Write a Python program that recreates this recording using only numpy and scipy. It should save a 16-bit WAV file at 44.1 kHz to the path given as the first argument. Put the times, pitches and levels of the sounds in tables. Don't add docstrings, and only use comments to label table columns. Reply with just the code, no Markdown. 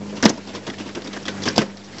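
import sys
import numpy as np
from scipy import signal
from scipy.fft import rfft, irfft, next_fast_len
from scipy.io import wavfile
from scipy.ndimage import uniform_filter1d, map_coordinates

SR = 44100
rng = np.random.default_rng(int(sys.argv[2]) if len(sys.argv) > 2 else 0)


def to_wav(s):
    ch = np.atleast_2d(s).T
    pcm = np.round(np.clip(ch, -1, 1) * 32767)
    wavfile.write(sys.argv[1], SR, pcm.astype(np.int16))


def volts_from_decibels(level):
    exponent = np.asarray(level, float) / 20
    return 10 ** exponent


N = 88200


def unit(x):
    return x / np.sqrt(np.mean(x ** 2) + 1e-20)


def along(points, hz):
    f, value = np.transpose(points)
    return np.interp(np.log(hz + 1), np.log(f + 1), value)


def wobble(rate):
    knots = rng.standard_normal(int(N * rate / SR) + 4)
    return map_coordinates(knots, [np.arange(N) * rate / SR])


def filtered(x, response):
    m = next_fast_len(x.shape[-1] + 8192)
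    spectrum = rfft(x, m) * response(np.fft.rfftfreq(m, 1 / SR))
    return irfft(spectrum, m)[..., :x.shape[-1]]


def peak(f, hz, width):
    return 1j * f * width / (hz * hz - f * f + 1j * f * width + 1e-9)


def add_at(out, s, sound):
    out[round(s * SR):][:len(sound)] += sound


def engine():
    # time in seconds, cycle rate in Hz, hum in dB, roar in dB.
    running = [(0, 50.4, -32.5, -41), (0.178, 51.4, -37.5, -40), (0.399, 50.07, -42.5, -41),
               (0.749, 50.13, -39.5, -39.5), (1.1, 50.2, -39, -40), (1.432, 49.07, -34.5, -35),
               (1.701, 49.65, -40.5, -42.5), (2, 50.3, -45, -38.5)]
    # multiple of the cycle rate, level in dB.
    orders = [(1, -20), (2, -6), (3, -11), (4, -1.5), (6, -13), (8, -20)]
    # frequency in Hz, roar level in dB per Hz.
    roar_colour = [(18, -45), (30, -10), (146, -7.5), (212, -5), (426, -7), (855, -13), (1050, -16),
                   (4570, -21.5), (7800, -26.5), (10100, -43), (17200, -120)]
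    s, *columns = np.transpose(running)
    hz, hum_db, roar_db = [np.interp(np.arange(N) / SR, s, column) for column in columns]
    turn = 2 * np.pi * np.cumsum(hz) / SR
    hum = np.zeros(N)
    for k, db in orders:
        level = volts_from_decibels(db + 2.5 * wobble(8))
        hum += level * np.sin(k * turn + 0.3 * wobble(8) + rng.uniform(0, 6))
    z = signal.stft(rng.standard_normal(N), nperseg=256)[2]
    field = uniform_filter1d(rng.standard_normal(z.shape), 5, 0)
    field = uniform_filter1d(field, 9, 1)
    patchy = signal.istft(z * volts_from_decibels(1.5 * unit(field)), nperseg=256)[1][:N]
    throbbing = patchy * (1 + 0.15 * np.cos(2 * turn))
    roar = unit(filtered(throbbing, lambda f: volts_from_decibels(along(roar_colour, f))))
    return 2 ** 0.5 * volts_from_decibels(hum_db) * hum + volts_from_decibels(roar_db + 1.2 * wobble(20)) * roar


def trench(x):
    t60_s, dull_hz = 0.35, 2500
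    t = np.arange(SR // 3) / SR
    decay = rng.standard_normal(len(t)) * volts_from_decibels(-60 * t / t60_s)
    tail = filtered(decay, lambda f: 1 / (1 + 1j * f / dull_hz))
    delayed = np.pad(x, (200, 0))
    return signal.fftconvolve(delayed, tail / np.linalg.norm(tail))[:N]


def chips():
    # start in seconds, peak in dB, mode in Hz, t60 in seconds.
    flying = [(0.225, -21, 5920, 0.0196), (0.2275, -22.5, 2010, 0.092), (0.2932, -24, 5480, .03),
              (0.299, -24, 6270, 0.045), (.3367, -29.5, 5140, 0.021), (.3747, -40, 4800, 0.017),
              (0.491, -39, 2750, 0.043), (0.7007, -23.5, 1940, .025), (.6995, -23, 3360, 0.019),
              (0.9516, -35.5, 2720, 0.076), (1.1307, -27.5, 4270, 0.012), (1.1302, -27.5, 6060, 0.013),
              (1.1302, -28.5, 1930, 0.013), (1.255, -20.5, 3270, 0.021), (1.2803, -19, 1954, 0.036),
              (1.283, -22, 3440, 0.032), (1.284, -26, 1523, 0.089), (1.431, -35.5, 5280, 0.0335),
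              (1.438, -20, 3380, .025), (1.427, -31, 1910, 0.028), (.2553, -2.5, 3380, 0.01),
              (0.26, -19, 1850, .02), (1.5796, -12, 5410, .012), (1.46, -26, 6350, 0.026),
              (1.478, -21.5, 1580, .1), (1.4841, -11, 5120, 0.019), (1.4839, -15, 4730, 0.026),
              (1.5602, -19.5, 4860, .025), (1.5695, -32, 3550, 0.014), (1.5815, -7, 4600, 0.012),
              (1.587, -21, 2686, 0.045), (1.585, -22, 1548, 0.11), (1.616, -32, 1978, 0.045),
              (1.632, -37.5, 1730, 0.018)]
    rise_s = 0.0008
    out, t = np.zeros(N + SR), np.arange(SR // 4) / SR
    for s, db, hz, t60 in flying:
        ring = np.sin(2 * np.pi * hz * t) + 0.3 * np.sin(2 * np.pi * 1.04 * hz * t)
        envelope = volts_from_decibels(db - 60 * t / max(t60, 0.01)) * (1 - np.exp(-t / rise_s))
        add_at(out, s, envelope * ring)
    return out[:N]


def blows():
    # start in seconds, swing in dB, boom in dB, boom in Hz, boom t60 in seconds.
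    collapses = [
        (.2551, -3, -24, 340, .03),
        (.2563, -6, -40, 340, .03),
        (.2581, -30, -5, 212, .034),
        (.3025, -30, -14, 270, .02),
        (1.584, -40, -19, 140, .07),
        (1.5797, -1, -16, 335, .06),
        (1.5827, -30, -9, 212, .05),
    ]
    swing_hz, splinter_hz, splinter_t60_s = 680, 5100, 0.012
    out, t = np.zeros(N + SR), np.arange(SR // 5) / SR
    cycle = np.sin(2 * np.pi * swing_hz * t) * (t < 1 / swing_hz)
    splinter = volts_from_decibels(-3 - 60 * t / splinter_t60_s) * np.sin(2 * np.pi * splinter_hz * t)
    for s, db, boom_db, hz, t60 in collapses:
        boom = np.sin(2 * np.pi * hz * t) + 0.33 * np.sin(2 * np.pi * 2.1 * hz * t)
        boom_level = volts_from_decibels(boom_db - 60 * (t / t60) ** 2)
        add_at(out, s, volts_from_decibels(db) * (cycle + splinter) + boom_level * boom)
    return out[:N]


def hollow(f):
    # resonance in Hz, width in Hz, level in dB.
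    modes = [(168, 137, 0.5), (201.6, 43.7, 5), (248.6, 40, 9), (337.4, 109, 5), (475, 150, -0.5),
             (649, 270, -10), (960, 106, -10)]
    low_cut_hz = 140
    ringing = sum((-1) ** k * volts_from_decibels(db) * peak(f, hz, width) for k, (hz, width, db) in enumerate(modes))
    return ringing * (1j * f / (low_cut_hz + 1j * f)) ** 2


def burst(x, t, rise, t60):
    shape = (1 - np.exp(-t / abs(rise))) ** 2 * volts_from_decibels(-60 * t / max(t60, 0.01))
    level = np.linalg.norm(shape) / np.linalg.norm(x * shape)
    return x * shape / shape.max() * level


def fractures():
    # time in seconds, peak in dB, thud over crack in dB, shard in Hz, t60 in seconds.
    sudden, large = [(0.3358, -41.5, -22, 5360, 0.062), (0.374, -30, 3, 4820, 0.051),
                     (0.6656, -18.5, -20, 3650, 0.087), (0.6986, -20.5, -20, 3400, 0.04),
                     (0.9475, -19, -9, 2730, 0.096), (1.0186, -22.5, -16.5, 3600, 0.035),
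                     (1.043, -26, -4, 5030, 0.1), (1.072, -20, -4.5, 3750, 0.053),
                     (1.1297, -21.5, -12, 3470, 0.094), (1.2259, -31.5, -9, 5400, 0.073),
                     (1.2535, -18.5, -19.5, 3320, 0.12), (1.2799, -13.5, -9, 3460, 0.067),
                     (1.7704, -27, -15, 4370, 0.062), (1.9823, -20.5, -18.5, 4470, 0.069)], [(0.226, -4.5, -32.5, 5930, 0.014), (0.2289, -4, -10.5, 1830, 0.08),
                                     (0.2367, -8, -0.5, 3670, 0.054), (0.2431, -18, -7, 1950, 0.039),
                                     (0.251, -5, -5, 5920, 0.03), (0.2549, -1, -10.5, 3280, 0.044),
                                     (.260, -6, -8, 1830, 0.049), (.277, -18, -1, 1480, 0.1),
                                     (0.283, -15, -14, 3400, 0.076), (.292, -9, -49, 6120, 0.03),
                                     (0.298, -11.5, -4, 6400, 0.024), (1.419, -20.5, -19, 4330, 0.28),
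                                     (1.432, -19, -11.5, 5800, 0.069), (1.454, -12.5, -5.5, 3090, 0.19),
                                     (1.461, -23.5, 4, 5500, 0.068), (1.475, -10, -22, 1720, 0.12),
                                     (1.4841, -10, -13.5, 4800, 0.049), (1.5567, -26, -5.5, 4800, 0.15),
                                     (1.5603, -11.5, -18.5, 4570, 0.03), (1.571, -13, -16.5, 3350, 0.022),
                                     (1.579, -6, -26, 3100, 0.1), (1.588, -11, -12.5, 1550, 0.035),
                                     (1.604, -15.5, -3, 2050, 0.092), (1.616, -11, -11.5, 1880, 0.055)]
    crumbling, more_crumbling = [(0.0896, -33.5, -4, 2890, 0.1), (0.1558, -30.5, -0.5, 5370, 0.058),
                                 (0.167, -24, -5, 3180, 0.091), (0.4717, -27, -4, 3520, 0.094),
                                 (0.4896, -32.5, -0.5, 2760, 0.11), (0.5376, -25.5, -8, 2230, 0.11),
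                                 (0.5498, -21, -3, 3350, 0.072), (0.5703, -31, 1.5, 2080, 0.1),
                                 (0.6757, -23.5, 3, 1534, 0.062), (0.7059, -32, 0, 1610, 0.09),
                                 (0.7322, -26, -9, 2320, 0.063), (0.7826, -25, -10, 2900, 0.1),
                                 (0.8005, -29.5, 4, 2790, 0.1), (0.7979, -26.5, -11.5, 2730, 0.094),
                                 (0.8624, -28, 1, 2900, 0.13), (0.8884, -28, -1, 1880, 0.066)], [(0.9575, -30.5, 0.5, 1550, 0.12),
                                                      (0.9681, -31.5, 6.5, 1510, 0.08),
                                                      (1.055, -28, -9, 2120, 0.09),
                                                      (1.107, -32, -10, 2225, 0.13),
                                                      (1.1309, -27, -27, 1980, 0.13),
                                                      (1.1636, -19.5, -6.5, 1680, 0.052),
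                                                      (1.2796, -22.5, -13.5, 1940, 0.1),
                                                      (1.3188, -39, 4.5, 1545, 0.05),
                                                      (1.3678, -27, -9.5, 1630, 0.1),
                                                      (1.3998, -33.5, 2, 1900, 0.067),
                                                      (1.5223, -27.5, -17, 2410, 0.12),
                                                      (1.6897, -36, -6.5, 1950, 0.1),
                                                      (1.7901, -38, -29, 4430, 0.091),
                                                      (1.8405, -35, -15, 5720, 0.1),
                                                      (1.916, -34, -32, 2070, 0.19),
                                                      (1.9551, -35, -6, 4600, 0.13),
                                                      (0.013, -35, 4, 700, .12), (0.034, -42, 4.5, 820, .2),
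                                                      (.055, -33.5, -2, 880, .15),
                                                      (0.127, -32.5, 3.5, 700, .12),
                                                      (.202, -27.5, -14.5, 1210, 0.088),
                                                      (1.35, -37, 0, 1010, .1),
                                                      (1.651, -36.5, 4, 890, 0.11),
                                                      (0.927, -38, -19, 6560, 0.041),
                                                      (1.199, -39.5, -11, 5480, 0.028),
                                                      (1.505, -28, -6, 5970, .05)]
    # frequency in Hz, crack level in dB per Hz.
    concrete = [(350, 1), (700, -3), (2000, -8.5), (4000, -13), (5500, -8), (7800, -18.5), (10000, -66.5)]
    rise_s, swell = 0.00069, 0.13
    shard_q, shard_db, grit_db = 4, 9, 3
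    crack_db, thud_db = -10.5, -4
    thud_rise_s, thud_longer = 0.0056, 1.16

    rows = [(*row, rise_s) for row in [*sudden, *large]]
    for s, db, thud_over_db, hz, t60 in [*crumbling, *more_crumbling]:
        rise = swell * t60
        rows.append((s - rise / 2, db, thud_over_db, hz, t60, rise))

    out, t = np.zeros(N + SR), np.arange(SR // 4) / SR
    for s, db, thud_over_db, hz, t60, rise in rows:
        white, grit, push = rng.standard_normal((3, len(t)))
        grains = white * volts_from_decibels(grit_db * unit(uniform_filter1d(grit, 40)))

        def colour(f):
            return volts_from_decibels(along(concrete, f)) * (1 + volts_from_decibels(shard_db) * peak(f, hz, hz / shard_q))

        crack = burst(filtered(grains, colour), t, rise, t60)
        thud = burst(filtered(push, hollow), t, thud_rise_s, thud_longer * t60)
        add_at(out, s, volts_from_decibels(db) * (volts_from_decibels(crack_db) * crack + volts_from_decibels(thud_over_db + thud_db) * thud))
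    return out[:N]


def scene():
    pipe = fractures() + blows() + chips()
    trench_db = -23
    return (pipe + volts_from_decibels(trench_db) * trench(pipe) + engine())[None]


def band_limit(x):
    return signal.sosfilt(signal.butter(12, 8000, fs=SR, output="sos"), x)


def record(dry):
    low_hz, top_hz, top_slope_hz = 79, 7886, 90
    clip, offset = 0.94, 0.002

    def microphone(f):
        top = 0.5 - 0.5 * np.tanh((f - top_hz) / top_slope_hz)
        return top * (1j * f / (low_hz + 1j * f)) ** 2

    clipped = np.clip(filtered(dry, microphone) + offset, -clip, clip)
    mix = filtered(clipped, lambda f: f < 15900)
    return band_limit(mix)


dry = scene()
out = record(dry)
to_wav(out)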